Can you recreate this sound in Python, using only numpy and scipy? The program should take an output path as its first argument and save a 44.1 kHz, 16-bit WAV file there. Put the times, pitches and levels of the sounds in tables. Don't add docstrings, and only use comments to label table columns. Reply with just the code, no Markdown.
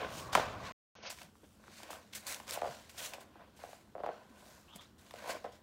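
import sys
import numpy as np
from scipy import signal
from scipy.fft import rfft, irfft
from scipy.io import wavfile
from scipy.ndimage import uniform_filter1d

SR = 44100
rng = np.random.default_rng(int(sys.argv[2]) if len(sys.argv) > 2 else 0)


def volts(x):
    e = np.asarray(x, float) / 20
    return 10 ** e


def master_out(mix):
    frames = np.transpose(np.atleast_2d(mix))
    ceiling = np.clip(frames, -1, 1)
    pcm = np.round(ceiling * 32767).astype(np.int16)
    wavfile.write(sys.argv[1], SR, pcm)


N = 247842
T = np.arange(N) / SR

CUT_S, BACK_S, CLEAR_S = .7215, .953, 1.097

# (frequency [Hz], density [dB per Hz])
ROOM_AIR = [(15, -34.5), (25, -12.5), (80, -0.5), (148, -3.5), (216, -3.5), (307, -2.5), (670, -12.5),
            (1000, -13), (1550, -15.5), (2320, -28.5), (3120, -22), (6630, -31), (15700, -32.5)]
# (frequency [Hz], density [dB per Hz])
FIRST_ROOM_AIR = [(15, -55), (25, -19), (59, -3), (113, 0), (316, -10), (575, -11), (977, -11),
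                  (1120, -9.5), (1500, -17.5), (1950, -24.5), (3300, -120)]
# (frequency [Hz], width [Hz], level [dB])
FRIDGE_HUM = [(210.7, 10, -69.5), (74.5, 22, -71)]
ROOM_DB, FIRST_ROOM_DB = -63.5, -49.5

# (start [s], time to die away [s], level [dB])
SHOVES = [
    (.003, 0.18, -33.5),
    (.362, 0.048, -32),
    (.397, 0.22, -34),
    (.955, 0.23, -57),
    (2.15, 0.071, -52.5),
    (2.7, 0.24, -50.5),
    (3.6, 0.28, -52.5),
    (4.042, 0.24, -47),
    (5.455, 0.015, -43),
    (5.47, 0.12, -53),
]
# (middle [s], half length [s], level [dB])
DRAGS = [(0.31, 0.16, -51.5), (0.685, .2, -47.5), (1.081, 0.11, -48.5), (1.22, 0.079, -54),
         (1.444, 0.022, -58), (1.705, 0.16, -61.5), (1.847, 0.11, -54), (1.933, 0.12, -47.5),
         (2.319, 0.13, -45.5), (2.555, 0.13, -43), (2.668, .07, -49), (2.913, 0.18, -65),
         (3.036, 0.099, -47), (3.138, 0.17, -51.5), (3.417, 0.19, -56.5), (4.004, 0.034, -55),
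         (4.46, 0.31, -57.5), (4.767, 0.089, -61), (5.072, 0.12, -61), (5.2, 0.083, -49),
         (5.307, .11, -38.5)]
# (frequency [Hz], width [Hz], level [dB])
BOARD_MODES = [(600, 276, 3), (994, 140, -0.5), (1520, 97, -5.5), (377.3, 190, -9.5)]
# (time [s], peak level [dB], end pitch [Hz], decay [ms])
THUDS = [(.004, -38, 422, 35), (1.683, -43, 312, 7.4), (3.357, -44, 297, 9.8), (0.353, -26.5, 182, 9.3),
         (1.24, -48, 156, 17), (1.428, -52, 278, 15), (1.83, -47, 300, 10), (1.901, -45, 277, 10),
         (2.692, -41, 130, 12.5), (3.169, -55, 265, 20), (3.968, -55, 288, 20), (4.079, -39.5, 292, 10),
         (4.302, -40.5, 211, 7.9), (4.752, -38, 168, 7.7), (5.46, -56, 260, 15)]

# (middle [s], half length [s], level [dB], dry sheen over cloth [dB])
SLIDES = [(.01, 0.06, -68, 0), (0.183, 0.13, -50.5, -3.5), (0.667, 0.088, -54, -35),
          (.97, 0.067, -63, -2.5), (1.07, 0.047, -46.5, -8), (1.21, 0.085, -60, -2.5),
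          (2.03, 0.27, -70.5, -9), (1.48, 0.43, -78.5, 6.5), (1.783, 0.18, -60, -6.5),
          (2.314, 0.071, -49, 2.5), (2.386, 0.042, -77, -15), (2.499, 0.018, -47.5, 1),
          (2.537, 0.046, -48.5, 6.5), (2.71, 0.28, -58, -5), (3.045, .085, -46, 1),
          (3.705, 0.18, -65.5, -0.5), (4.148, 0.14, -72.5, -20), (4.49, .28, -67, 2.5),
          (4.77, .13, -69, -15), (5.22, 0.19, -63.5, -2), (5.306, .05, -46, -2.5)]
# (start [s], time to die away [s], level [dB], dry sheen over cloth [dB])
TUGS = [(.331, 0.13, -40, -14.5), (.36, 0.41, -58.5, -12), (1.032, 0.067, -53.5, -8),
        (1.102, 0.065, -48, 1), (1.909, 0.082, -54, 5), (2.132, 0.071, -54, -3), (2.153, 0.056, -45, 3.5),
        (2.269, 0.14, -47.5, 4), (2.472, 0.02, -56, -5), (2.896, 0.052, -61, 4), (2.981, 0.16, -48, -2),
        (3.137, 0.097, -62, 0), (3.207, 0.038, -63, 5), (1.77, 0.35, -66, 1), (3.566, 0.34, -66.5, 0),
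        (4.761, 0.019, -67, 18), (4.81, 0.088, -59.5, -9), (4.985, 0.51, -70, 1), (5.35, 0.17, -62.5, -5),
        (5.522, 0.11, -63.5, -9)]
# (frequency [Hz], density [dB per Hz])
FOLD_COLOUR = [(800, -22.5), (1400, -3), (2600, -6.5), (4500, -17), (9000, -39)]
WEAVE_COLOUR = [(1800, -25), (3400, -4), (4400, -2), (7000, -5.5), (11000, -23.5)]
SHEEN_COLOUR = [(5000, -12), (7600, -1), (10000, -3.5), (15700, -8)]
TUG_START_S, SHOVE_START_S = .008, .012
FADE_DB, SWELL_POWER, REST_DB = 19, 1.25, -88
FOLD_DB, FOLD_PER_SHEEN, FOLD_BY_LIMB_DB = -5.5, -0.21, -11

# (time [s], peak level [dB])
SNAPS = [(.3296, -26), (1.029, -38), (1.2318, -38), (1.9064, -37), (2.1505, -29), (2.2687, -32),
         (1.8325, -35), (2.282, -30), (2.345, -24), (2.3127, -43), (2.3248, -24), (2.509, -21),
         (4.7592, -37.5), (5.2767, -38), (5.2965, -34), (5.312, -40), (5.329, -42), (5.521, -54)]
# (time [s], peak level [dB], board pitch [Hz], gap to first rebound [ms])
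STEPS = [
    (.3303, -30.5, 744, 6.2),
    (.3521, -11, 870, 3.7),
    (.3748, -19.5, 660, 2.77),
    (.3827, -21, 669, 13.2),
    (.4109, -36, 694, 11),
]
# (time [s], peak level [dB])
CLAWS = [(.3509, -13), (1.051, -39.5), (1.1866, -38.5), (1.2169, -37.5), (1.832, -35), (2.1344, -32),
         (2.2514, -53), (2.3451, -36), (2.3999, -35.5), (2.4795, -31.5), (2.4928, -31), (2.5219, -28),
         (2.5377, -33), (2.616, -36.5), (2.8953, -37), (2.9818, -50), (3.1357, -28), (3.1454, -38),
         (3.207, -44), (4.0342, -48), (4.0617, -43), (4.8115, -48), (5.0637, -46), (5.109, -36.5),
         (5.138, -38.5), (5.1587, -40), (5.1861, -41), (5.2425, -52), (5.442, -43), (3.7306, -46)]
# (time [s], peak level [dB], board pitch [Hz])
TAPS = [(.9865, -51, 495), (1.0356, -45.9, 594), (1.0531, -42, 1110), (1.1075, -49, 1050),
        (1.2163, -55, 1030), (1.4318, -54, 424), (1.354, -54, 980), (1.68, -45.5, 1040),
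        (1.8017, -45.5, 814), (1.8315, -46, 800), (1.9037, -36, 804), (1.931, -37.5, 950),
        (2.2537, -55, 624), (2.4005, -39, 834), (2.574, -30.5, 650), (3.1822, -41.5, 606),
        (3.3559, -47.5, 730), (3.591, -51, 750), (3.6375, -35.5, 622), (3.6896, -45.5, 600),
        (3.7307, -41.5, 650), (4.0028, -36, 529), (4.1787, -48.5, 547), (4.7596, -48.5, 590),
        (5.1098, -46, 880), (5.139, -38.5, 586), (1.639, -50, 1128), (5.276, -36.5, 573),
        (5.2965, -34.5, 600), (5.351, -39, 548)]
# (time [s], peak level [dB], board pitch [Hz], gap to first rebound [ms])
BLOWS = [(2.6191, -24.8, 652, 12.5), (2.6466, -29.5, 685, 9.2), (2.6609, -33.5, 620, 5.2),
         (2.6737, -33, 640, 8.7), (2.6876, -45, 610, 10.2), (3.139, -38.5, 694, 8.9),
         (3.9522, -34.5, 583, 9.2), (3.9807, -39, 625, 10.7), (4.0357, -29, 600, 6.3),
         (4.0627, -28, 684, 9.4), (4.0895, -29, 616, 5.7), (5.4438, -35, 600, 4.02),
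         (5.4477, -32.5, 600, 14.5)]
REBOUND_DB, REBOUND_PITCH, NEXT_GAP = -5, 0.918, .8
TAP_CYCLES, STEP_CYCLES = 2.59, 2.16

# (time [s], level [dB], nostril resonance [Hz])
SNIFF = [
    (4.68, -80, 2790),
    (4.686, -66, 2820),
    (4.705, -70, 3017),
    (4.735, -63.5, 3400),
    (4.772, -77, 3224),
    (4.8, -62, 3470),
    (4.825, -72.5, 3290),
    (4.875, -78, 4060),
    (4.89, -84, 4110),
]


def unit(x):
    return x / np.sqrt(np.mean(x ** 2))


def band(x, lo_hz, hi_hz, order=2):
    return signal.sosfilt(signal.butter(order, [lo_hz, hi_hz], "band", fs=SR, output="sos"), x)


def colour(x, table):
    hz, db = np.transpose(table)
    f = np.maximum(np.arange(N // 2 + 1) * SR / N, 1)
    gain = volts(np.interp(np.log(f), np.log(hz), db))
    return irfft(rfft(x) * gain, N)


def walk(rate):
    hold = int(SR / rate)
    levels = np.repeat(rng.standard_normal(N // hold + 1), hold)
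    return uniform_filter1d(levels, hold)[:N] * 0.952


def add(out, s, x):
    i = int(s * SR)
    out[i:i + len(x)] += x[:N - i]


def room():
    air = volts(ROOM_DB - 2.0) * unit(colour(rng.standard_normal(N), ROOM_AIR))
    low = band(air, 13, 300)
    air = low * volts(2.0 * walk(25)) + (air - low) * volts(2.1 * walk(2.6))
    hum = np.zeros(N)
    for hz, width, db in FRIDGE_HUM:
        hum += volts(db) * unit(band(rng.standard_normal(N), hz - width / 2, hz + width / 2, order=1))
    first_air = unit(colour(rng.standard_normal(N), FIRST_ROOM_AIR))
    first_air = first_air * volts(FIRST_ROOM_DB + 1.2 * walk(5.7))
    return air + np.where(T < BACK_S, first_air, hum)


def whine(hz, db):
    phase = 2 * np.pi * np.cumsum(hz * (1 + 0.0349 * walk(9))) / SR
    waver = unit(band(rng.standard_normal(N), 3, 22, order=1))
    return volts(db) * waver * np.sin(phase) * (T < BACK_S)


def moves(sudden, swelling, start_s):
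    t = T[::40]
    levels = []
    for s, long, db, *_ in sudden:
        levels.append(db - FADE_DB * np.maximum((s - t) / start_s, (t - s) / long))
    for s, long, db, *_ in swelling:
        levels.append(db - FADE_DB * np.abs((t - s) / long) ** SWELL_POWER)
    return volts(np.array(levels)) ** 2


def total_db(power):
    level = 10 * np.log10(power.sum(axis=0) + volts(REST_DB) ** 2)
    return np.interp(T, T[::40], level)


def fibres(spread_db, smear_ms):
    size = volts(spread_db * rng.exponential(size=N).clip(0, 3.5)) * (rng.random(N) < .02)
    tail = np.exp(-np.arange(400) / (smear_ms * SR / 1000))
    power = signal.fftconvolve(size ** 2, tail)[:N].clip(0) + 1.3
    return unit(rng.standard_normal(N) * np.sqrt(power))


def shuffle(db):
    push = fibres(spread_db=5.5, smear_ms=2.9) * volts(1.1 * walk(60))
    boards = np.zeros(N)
    for hz, width, mode_db in BOARD_MODES:
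        boards += volts(mode_db) * unit(band(push, hz - width / 2, hz + width / 2))
    return volts(db - 4.0) * unit(boards)


def thuds():
    out, t = np.zeros(N), T[:6000]
    rise = np.exp(-t / 0.0078)
    for s, db, hz, decay_ms in THUDS:
        phase = 2 * np.pi * np.cumsum(hz * (1 + 0.36 * rise)) / SR
        shape = (1 - rise) * np.exp(-t * 1000 / decay_ms)
        add(out, s, volts(db) * shape * np.sin(phase))
    return out


def cloth(db, sheen_db, fold_db):
    rub = fibres(spread_db=1.0, smear_ms=1.0) * volts(1.2 * walk(45))
    weave = unit(colour(rub, WEAVE_COLOUR)) * volts(-4.0)
    sheen = unit(colour(rub, SHEEN_COLOUR)) * volts(sheen_db - 2.5)
    fold = unit(colour(rub, FOLD_COLOUR)) * volts(fold_db + 0.5)
    return volts(db) * (weave + sheen + fold)


def bounce(x, share, lag_ms):
    lag_s = lag_ms / 1000 * (1 + 0.37 * walk(7)).clip(.2)
    late = np.interp(T - lag_s, T, x)
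    return (x + share * late) / np.sqrt(1 + share ** 2)


def slips(table, hz, ms):
    out, t = np.zeros(N), T[:3000]
    shape = np.exp(-t * 1000 / ms) + 0.85 * np.exp(-t / 0.00071)
    for s, db in table:
        burst = unit(band(rng.standard_normal(3000), hz * .5, hz * 1.3, order=1))
        add(out, s, volts(db - 13.5) * burst * shape)
    return out


def seam_snaps():
    return slips(SNAPS, hz=7050, ms=1.4)


def rings(table, cycles):
    out = []
    for s, db, hz, *gap_ms in table:
        ring_ms = 1000 * cycles / hz
        out.append((s, db, hz, ring_ms))
        if gap_ms:
            gap_s, low_hz = gap_ms[0] / 1000, hz * REBOUND_PITCH
            out.append((s + gap_s, db + REBOUND_DB, low_hz, 1.2 * ring_ms))
            out.append((s + gap_s * (1 + NEXT_GAP), db + 2.2 * REBOUND_DB, low_hz, ring_ms))
    return out


def knocks(table):
    out, t = np.zeros(N), T[:600]
    for s, db, hz, ring_ms in table:
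        phase = 2 * np.pi * np.cumsum(hz * (1 + 4.16 * np.exp(-t / 0.00043))) / SR
        shape = (1 - np.exp(-t / 0.0007)) * np.exp(-(t * 1000 / ring_ms) ** 19.0)
        add(out, s, volts(db) * shape / shape.max() * np.sin(phase))
    return out


def trot():
    return knocks(rings(STEPS, STEP_CYCLES))


def claw_ticks():
    return slips(CLAWS, hz=2880, ms=5.14)


def paws_and_elbows():
    return knocks(rings(TAPS + BLOWS, TAP_CYCLES))


def sniff():
    s, db, hz = np.transpose(SNIFF)
    breath = unit(band(rng.standard_normal(N), 12.4, 230)) * volts(3.0 * walk(50))
    phase = 2 * np.pi * np.cumsum(np.interp(T, s, hz)) / SR
    centre = np.sin(phase) + volts(-3.0) * np.sin(0.32 * phase)
    level = np.interp(T, s, db, left=-120, right=-120) + 8.0
    return volts(level) * breath * centre


def echo(x, t60_s, db):
    t = T[:SR // 2]
    tail = band(rng.standard_normal(len(t)), 250, 2800, order=1)
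    tail = tail * np.exp(-np.log(1000) * t / t60_s) * (t > .006)
    return volts(db) * signal.fftconvolve(x, tail / np.sqrt(np.sum(tail ** 2)))[:N]


def burrow(limbs):
    strokes = moves(TUGS, SLIDES, TUG_START_S)
    sheen_db = np.array([row[-1:] for row in TUGS + SLIDES])
    db = total_db(strokes)
    sheen = strokes * volts(sheen_db) ** 2
    stroke_folds = strokes * volts(FOLD_DB + FOLD_PER_SHEEN * sheen_db) ** 2
    limb_folds = limbs * volts(FOLD_BY_LIMB_DB) ** 2
    folds = np.vstack([stroke_folds, limb_folds])
    return cloth(db, total_db(sheen) - db, total_db(folds) - db)


def scene():
    limbs = moves(SHOVES, DRAGS, SHOVE_START_S)
    bedding = burrow(limbs)
    steps = trot()
    near = seam_snaps() + claw_ticks() + paws_and_elbows()
    mono = room() + whine(hz=1130, db=-52)
    mono += shuffle(total_db(limbs)) + thuds()
    mono += bounce(bedding, share=0.22, lag_ms=0.45)
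    mono += steps + near + sniff()
    mono += echo(steps, 0.71, -20) + echo(near, 0.32, -15.0)
    return np.array([mono, mono])


def top_cut(x):
    return signal.sosfilt(signal.butter(12, 16610, fs=SR, output="sos"), x)


def record(dry):
    dull = signal.sosfilt(signal.ellip(10, .2, 80, 6600, fs=SR, output="sos"), dry)
    x = np.where((T > CUT_S) & (T < CLEAR_S), dull, dry)
    x = x * ((T < CUT_S) | (T > BACK_S))
    x = signal.sosfilt(signal.butter(2, 36, "high", fs=SR, output="sos"), x)
    x = signal.sosfilt(signal.ellip(10, .2, 60, 15750, fs=SR, output="sos"), x)
    return top_cut(x)


dry = scene()
out = record(dry)
master_out(out)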